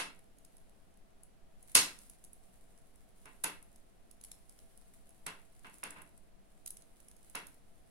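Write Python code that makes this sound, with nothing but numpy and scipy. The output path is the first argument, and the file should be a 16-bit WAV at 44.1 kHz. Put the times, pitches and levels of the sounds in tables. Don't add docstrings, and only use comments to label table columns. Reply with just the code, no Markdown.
import sys
import numpy as np
from scipy import signal
from scipy.fft import rfft, irfft
from scipy.io import wavfile
from scipy.ndimage import uniform_filter1d

SR = 44100
rng = np.random.default_rng(int(sys.argv[2]) if len(sys.argv) > 2 else 0)


def to_wav(s):
    ch = np.atleast_2d(s).T
    pcm = np.round(np.clip(ch, -1, 1) * 32767)
    wavfile.write(sys.argv[1], SR, pcm.astype(np.int16))


N = 348390


def amp(db):
    return 10 ** (np.asarray(db) / 20)


def evened(x):
    return x / np.sqrt(np.mean(x ** 2) + 1e-20)


def read(points, hz):
    f, value = np.transpose(points)
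    return np.interp(np.log(hz + 1), np.log(f + 1), value)


def lifts(modes, hz):
    return sum(db / (1 + (2 * (hz - f) / width) ** 2) for f, width, db in modes)


def bins(size):
    return np.fft.rfftfreq(size, 1 / SR)


def ringing(db):
    both_halves_db = np.concatenate([db, db[-2:0:-1]])
    log_gain = np.log(amp(both_halves_db))
    spectrum = np.exp(np.conj(signal.hilbert(log_gain)))
    response = np.fft.ifft(spectrum).real[:len(db)]
    return response[None] / np.linalg.norm(response)


def add(mix, s, sound):
    start = round(s * SR)
    sound = sound[:, max(-start, 0):]
    part = mix[:, max(start, 0):][:, :sound.shape[1]]
    part += sound[:, :part.shape[1]]


def paired(x, likeness):
    left, other = rfft(x)
    same = np.clip(read(likeness, bins(x.shape[1])), -1, 1)
    right = same * left + np.sqrt(1 - same ** 2) * other
    return irfft(np.array([left, right]), x.shape[1])


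# (f/Hz, relative level/dB)
AIR_COLOUR = [(5, 3), (14, -1.5), (22, -6), (36, -11), (100, -20.5), (200, -20), (400, -25), (680, -27.5),
              (1040, -33), (3000, -40), (6000, -45), (10600, -43.5), (13000, -51), (16000, -54.5)]
# (f/Hz, width/Hz, lift/dB)
AIR_HUMS = [(195, 26, 4.3), (661, 35, 8.6), (740, 50, 5.1)]
# (f/Hz, left-right correlation)
AIR_WIDTH = [(60, 0.14), (150, -0.041), (380, 0.17), (950, -0.12), (2380, 0.21), (5980, -0.054),
             (15000, 0.21)]


def air(level_db=-64.5, balance_db=-0.2):
    hz = bins(N)
    colour = read(AIR_COLOUR, hz) + lifts(AIR_HUMS, hz)
    noise = rfft(paired(rng.standard_normal((2, N)), AIR_WIDTH)) * amp(colour)
    audible_rms = np.std(irfft(noise * (hz > 20), N))
    sides = amp([[balance_db / 2], [-balance_db / 2]])
    return amp(level_db) * irfft(noise, N) / audible_rms * sides


# (f/Hz, decay t/s)
ROOM_DECAY = [(150, 0.53), (700, 0.31), (2000, .33), (5000, 0.28), (10000, 0.24), (15000, 0.28)]
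# (f/Hz, left-right correlation)
ROOM_WIDTH = [(100, .9), (600, 0.86), (1300, 0.068), (3000, 0.046), (15000, 0.046)]


def room(build_s, first_gap_s=.0003, size=22050):
    t = np.arange(size) / SR
    density = np.minimum((1 + t / 0.023) / (first_gap_s * SR), 1)
    present = rng.random((2, size)) < density
    taps = rng.choice([-1., 1.], (2, size)) * present / np.sqrt(density)
    hz, frame_s, z = signal.stft(paired(taps, ROOM_WIDTH), SR, nperseg=256)
    decay = amp(-60 * frame_s / read(ROOM_DECAY, hz)[:, None])
    tail = signal.istft(z * decay, SR, nperseg=256)[1][:, :size]
    tail *= 1 - np.exp(-(t / build_s) ** 2)
    return evened(tail) / np.sqrt(size)


def contact(length_ms, size=22050):
    u = np.arange(size) / SR * 1000 / max(length_ms, .2)
    swell = np.sqrt(u) * np.exp(-np.minimum(u, 50))
    slips = rng.standard_normal((2, size)) * swell
    return slips / np.linalg.norm(slips, axis=1, keepdims=True)


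def wander(count):
    once = uniform_filter1d(rng.standard_normal(N), count, mode="wrap")
    return evened(uniform_filter1d(once, count, mode="wrap"))


# (t/s, level/dB before the rustle's gain)
WOOL_SLIDING = [(0.0, -72), (0.18, -78), (0.3, -89), (0.46, -77.5), (1.32, -93), (1.58, -84), (1.64, -71),
                (2.04, -63.8), (2.18, -76.5), (2.57, -74), (3.13, -80), (3.23, -70.5), (3.81, -78.5),
                (3.91, -84.5), (4.47, -71), (5.51, -76.5), (5.73, -69.5), (6.43, -86), (6.59, -79.5),
                (7.34, -70), (7.88, -78.5)]


def sliding_db(s):
    return np.interp(s, *np.transpose(WOOL_SLIDING))


# (f/Hz, relative level/dB per Hz)
WOOL_COLOUR = [(800, -17), (3000, -9), (7000, -11), (9500, -1.5), (11000, 1.5), (12200, -10), (16000, -15)]


def rustle(gain_db=3.0, catches_per_s=700, spread_db=6.5, smooth=0.45, room_db=-2, grip_db=2.5):
    caught = rng.random(N) < catches_per_s / SR
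    catches = caught * amp(spread_db * np.minimum(rng.exponential(1, N), 4))
    grains = signal.fftconvolve(catches[None], contact(0.48), axes=1)[:, :N]
    fibres = grains + smooth * rng.standard_normal((2, N))
    fibres *= amp(grip_db * wander(count=600))
    fibres += amp(room_db) * signal.fftconvolve(fibres, room(build_s=.007), axes=1)[:, :N]
    colour = read(WOOL_COLOUR, bins(4096))
    wool = signal.fftconvolve(fibres, ringing(colour), axes=1)[:, :N]
    return evened(wool) * amp(gain_db + sliding_db(np.arange(N) / SR))


def slide(length_ms, size=530):
    return contact(length_ms, size=size)[:, ::-1]


def ripple(hz):
    grid = np.arange(0, 24000, 55)
    return np.interp(hz, grid, rng.standard_normal(len(grid)))


USUAL_SNAP_DB = -45
SNAP_TREBLE_DB, TREBLE_DB_PER_DB = -12.5, 0.99
SNAP_THUMP_DB, THUMP_DB_PER_DB = 6, -0.8
TIP_HZ, TIP_WIDTH_HZ = 9860, 610
# (t/s, level/dB before the snaps' gain, lift of the tip ring/dB)
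SNAP_EVENTS = [(-0.022, -36.5, 12), (1.7526, -23, -4), (3.256, -58, 9), (3.4396, -41, 11),
               (5.2647, -46, 10.5), (5.646, -55, 6), (5.832, -47.5, 11), (5.907, -59, 4.5),
               (5.962, -57.5, 6), (5.993, -61, 6), (7.35, -45, 4)]
# (f/Hz, relative level/dB per Hz)
SNAP_SPECTRUM = [(40, -21.5), (110, -19.5), (180, -10), (330, -10.5), (560, -3), (800, -1), (1200, 1),
                 (2500, 0.5), (4000, -1.5), (7000, -4.5), (10500, -5.5), (12000, -13), (14000, -27.5),
                 (16000, -32)]
# (f/Hz, width/Hz, lift/dB)
SNAP_RESONANCES = [(166, 75, 7), (291, 60, 11), (402, 47, 5.2), (718, 23, 3.7), (1008, 180, 4),
                   (1215, 70, 3), (1910, 120, 4), (2212, 10, 4.8), (2660, 280, 6.9), (2954, 25, 6),
                   (3372, 19.3, 4.5), (4430, 35, 3.7), (5330, 50, 5.7), (6630, 45, 7), (10460, 320, 3)]


def snaps(gain_db=34, crack_ms=0.58, crack_db=-9, skid_db=-23, skid_ms=0.74, treble_hz=3900,
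          thump_hz=120, own_share=.45, ripple_db=4.0, ripple_from_hz=1000):
    out, hz, shared = np.zeros((2, N)), bins(8192), room(build_s=0.002)
    own = np.clip(own_share, 0, 1)
    body = read(SNAP_SPECTRUM, hz) + lifts(SNAP_RESONANCES, hz)
    body += ripple_db * ripple(hz) * hz / (hz + ripple_from_hz)
    for s, db, tip_db in SNAP_EVENTS:
        force_db = db - USUAL_SNAP_DB
        treble_db = SNAP_TREBLE_DB + TREBLE_DB_PER_DB * force_db
        thump_db = SNAP_THUMP_DB + THUMP_DB_PER_DB * force_db
        colour = body + lifts([(TIP_HZ, TIP_WIDTH_HZ, tip_db)], hz)
        colour += treble_db * hz ** 4 / (hz ** 4 + treble_hz ** 4)
        colour += thump_db / (1 + (hz / thump_hz) ** 2)
        tail = np.sqrt(1 - own) * shared + np.sqrt(own) * room(build_s=0.0051)
        skid = amp(skid_db) * slide(skid_ms)
        crack = amp(crack_db) * contact(crack_ms)
        blow = np.hstack([skid, crack + tail])
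        snap = amp(db + gain_db) * signal.fftconvolve(blow, ringing(colour), axes=1)
        add(out, s - skid.shape[1] / SR, snap)
    return out


def grazes(count=40, over_wool_db=19.0, spread_db=3.5, pan_db=-3.0, pan_spread_db=4):
    s = rng.uniform(0, N / SR, count)
    strength, side = rng.standard_normal((count, 2)).T
    db = sliding_db(s) + over_wool_db + spread_db * strength
    return np.column_stack([s, db, pan_db + pan_spread_db * side, np.full(count, USUAL_LOW_DB)])


CONTACT_MS, CONTACT_SCATTER = 1.1, .12
LOW_RING_HZ, USUAL_LOW_DB = 6960, -20
# (t/s, level/dB before the ticks' gain, left over right/dB,
# low ring/dB, heard as its difference from the usual)
TICK_EVENTS = [(0.191, -52.5, -1.0, -20), (0.385, -52, -2.0, -20), (0.448, -45.5, 0, -16),
               (0.5681, -49, -3, -21), (0.6943, -58, 2.5, -18), (0.9722, -57, 0.0, -20),
               (1.2335, -45.5, 1.0, -26), (1.6266, -44.5, 0, -29), (1.6761, -50, -6, -20),
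               (1.7515, -4.5, -0.5, -13.5), (1.988, -41.5, -12, -16), (2.0972, -41.5, -5.5, -20),
               (2.2398, -43.5, -4.5, -22.5), (2.2466, -43.5, -2.5, -22.5), (2.331, -42, -6, -29.5),
               (3.256, -46, -6, -17), (3.4384, -21.5, -4.5, -23.5), (3.4417, -17, -2.5, -23),
               (3.6265, -47, 2, -23.5), (3.7588, -51, -1, -16), (4.1118, -45, -2.5, -16.5),
               (4.2118, -46, 0.5, -15.5), (4.2378, -38, -3.5, -17), (4.2467, -38.5, 2.0, -18.5),
               (4.3158, -36, 2, -14), (4.4942, -45, -3.5, -18.5), (4.589, -47.5, -5.5, -12.5),
               (4.7747, -46.5, -3.5, -23.5), (5.0913, -52, -0.5, -24), (5.2653, -27.5, -3, -16),
               (5.5927, -52, 2, -20), (5.7828, -46, -9, -26), (5.8364, -29.5, -5.0, -19),
               (5.9057, -36, -6, -20), (6.0182, -43, -10, -24), (6.1764, -49.5, -0.5, -23.5),
               (6.6608, -32.5, -2, -17.5), (6.6734, -36.5, -0.5, -17.5), (6.6768, -32, -3, -20),
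               (6.705, -32, -2.5, -22.5), (6.7691, -40, -5, -16), (6.821, -48, -7, -16),
               (7.0017, -48.5, -9.5, -15), (7.0836, -44, -3.5, -19.5), (7.113, -49, -3.5, -13.5),
               (7.2978, -44, -6, -23.5), (7.3529, -28.5, -6.5, -19), (7.4684, -39, -7, -22)]
# (f/Hz, relative level/dB per Hz)
TICK_SPECTRUM = [(300, -32), (1500, -25), (3000, -17), (5000, -15.5), (7200, -10.5), (9000, -7),
                 (11300, -3.5), (12500, -13), (14000, -19), (16000, -19.5)]
# (f/Hz, width/Hz, lift/dB)
NEEDLE_RESONANCES = [(5380, 460, 4.5), (6500, 120, 7.5), (7970, 560, 4.5), (9780, 690, 8.5),
                     (10640, 500, 7.5)]


def ticks(gain_db=14, room_db=-8, skid_db=-10, skid_ms=0.91, strike_after_s=.0007, ripple_db=1.0):
    out, hz = np.zeros((2, N)), bins(1024)
    body = read(TICK_SPECTRUM, hz) + lifts(NEEDLE_RESONANCES, hz)
    for s, db, pan_db, low_db in [*TICK_EVENTS, *grazes()]:
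        low_lift = (low_db - USUAL_LOW_DB) / (1 + (hz / LOW_RING_HZ) ** 10)
        colour = body + ripple_db * ripple(hz) + low_lift
        sides = np.sqrt(2) * amp([[pan_db], [0]]) / np.hypot(amp(pan_db), 1)
        length_ms = CONTACT_MS * np.exp(CONTACT_SCATTER * rng.standard_normal())
        skid = amp(skid_db) * slide(skid_ms)
        touch = np.hstack([skid, contact(length_ms, size=1024)]) * sides
        tick = amp(db + gain_db) * signal.fftconvolve(touch, ringing(colour), axes=1)
        add(out, s + strike_after_s - skid.shape[1] / SR, tick)
    heard_by_room = out.sum(axis=0, keepdims=True) / np.sqrt(2)
    answer = signal.fftconvolve(heard_by_room, room(build_s=0.005), axes=1)[:, :N]
    return out + amp(room_db) * answer


# (t/s, approximate peak level/dB, time constant t/s)
AIR_PUSH = (1.756, -36.5, 0.0011)


def jolt(room_db=-5):
    s, db, length_s = AIR_PUSH
    u = np.arange(8192) / SR / length_s
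    push = 2 * amp(db) * u * (2 - u) * np.exp(-u)
    boom = signal.fftconvolve(push[None], room(build_s=0.0079), axes=1)
    out = np.zeros((2, N))
    add(out, s, np.array([push, push]))
    add(out, s, amp(room_db) * boom)
    return out


def scene():
    return air() + rustle() + snaps() + ticks() + jolt()


def record(dry, ceiling=.85, edge_hz=16200):
    rounded = ceiling * np.tanh(dry / ceiling)
    low_pass = signal.firwin(511, edge_hz, window=("kaiser", 9), fs=SR)
    return signal.oaconvolve(rounded, low_pass[None], "same")


dry = scene()
out = record(dry)
to_wav(out)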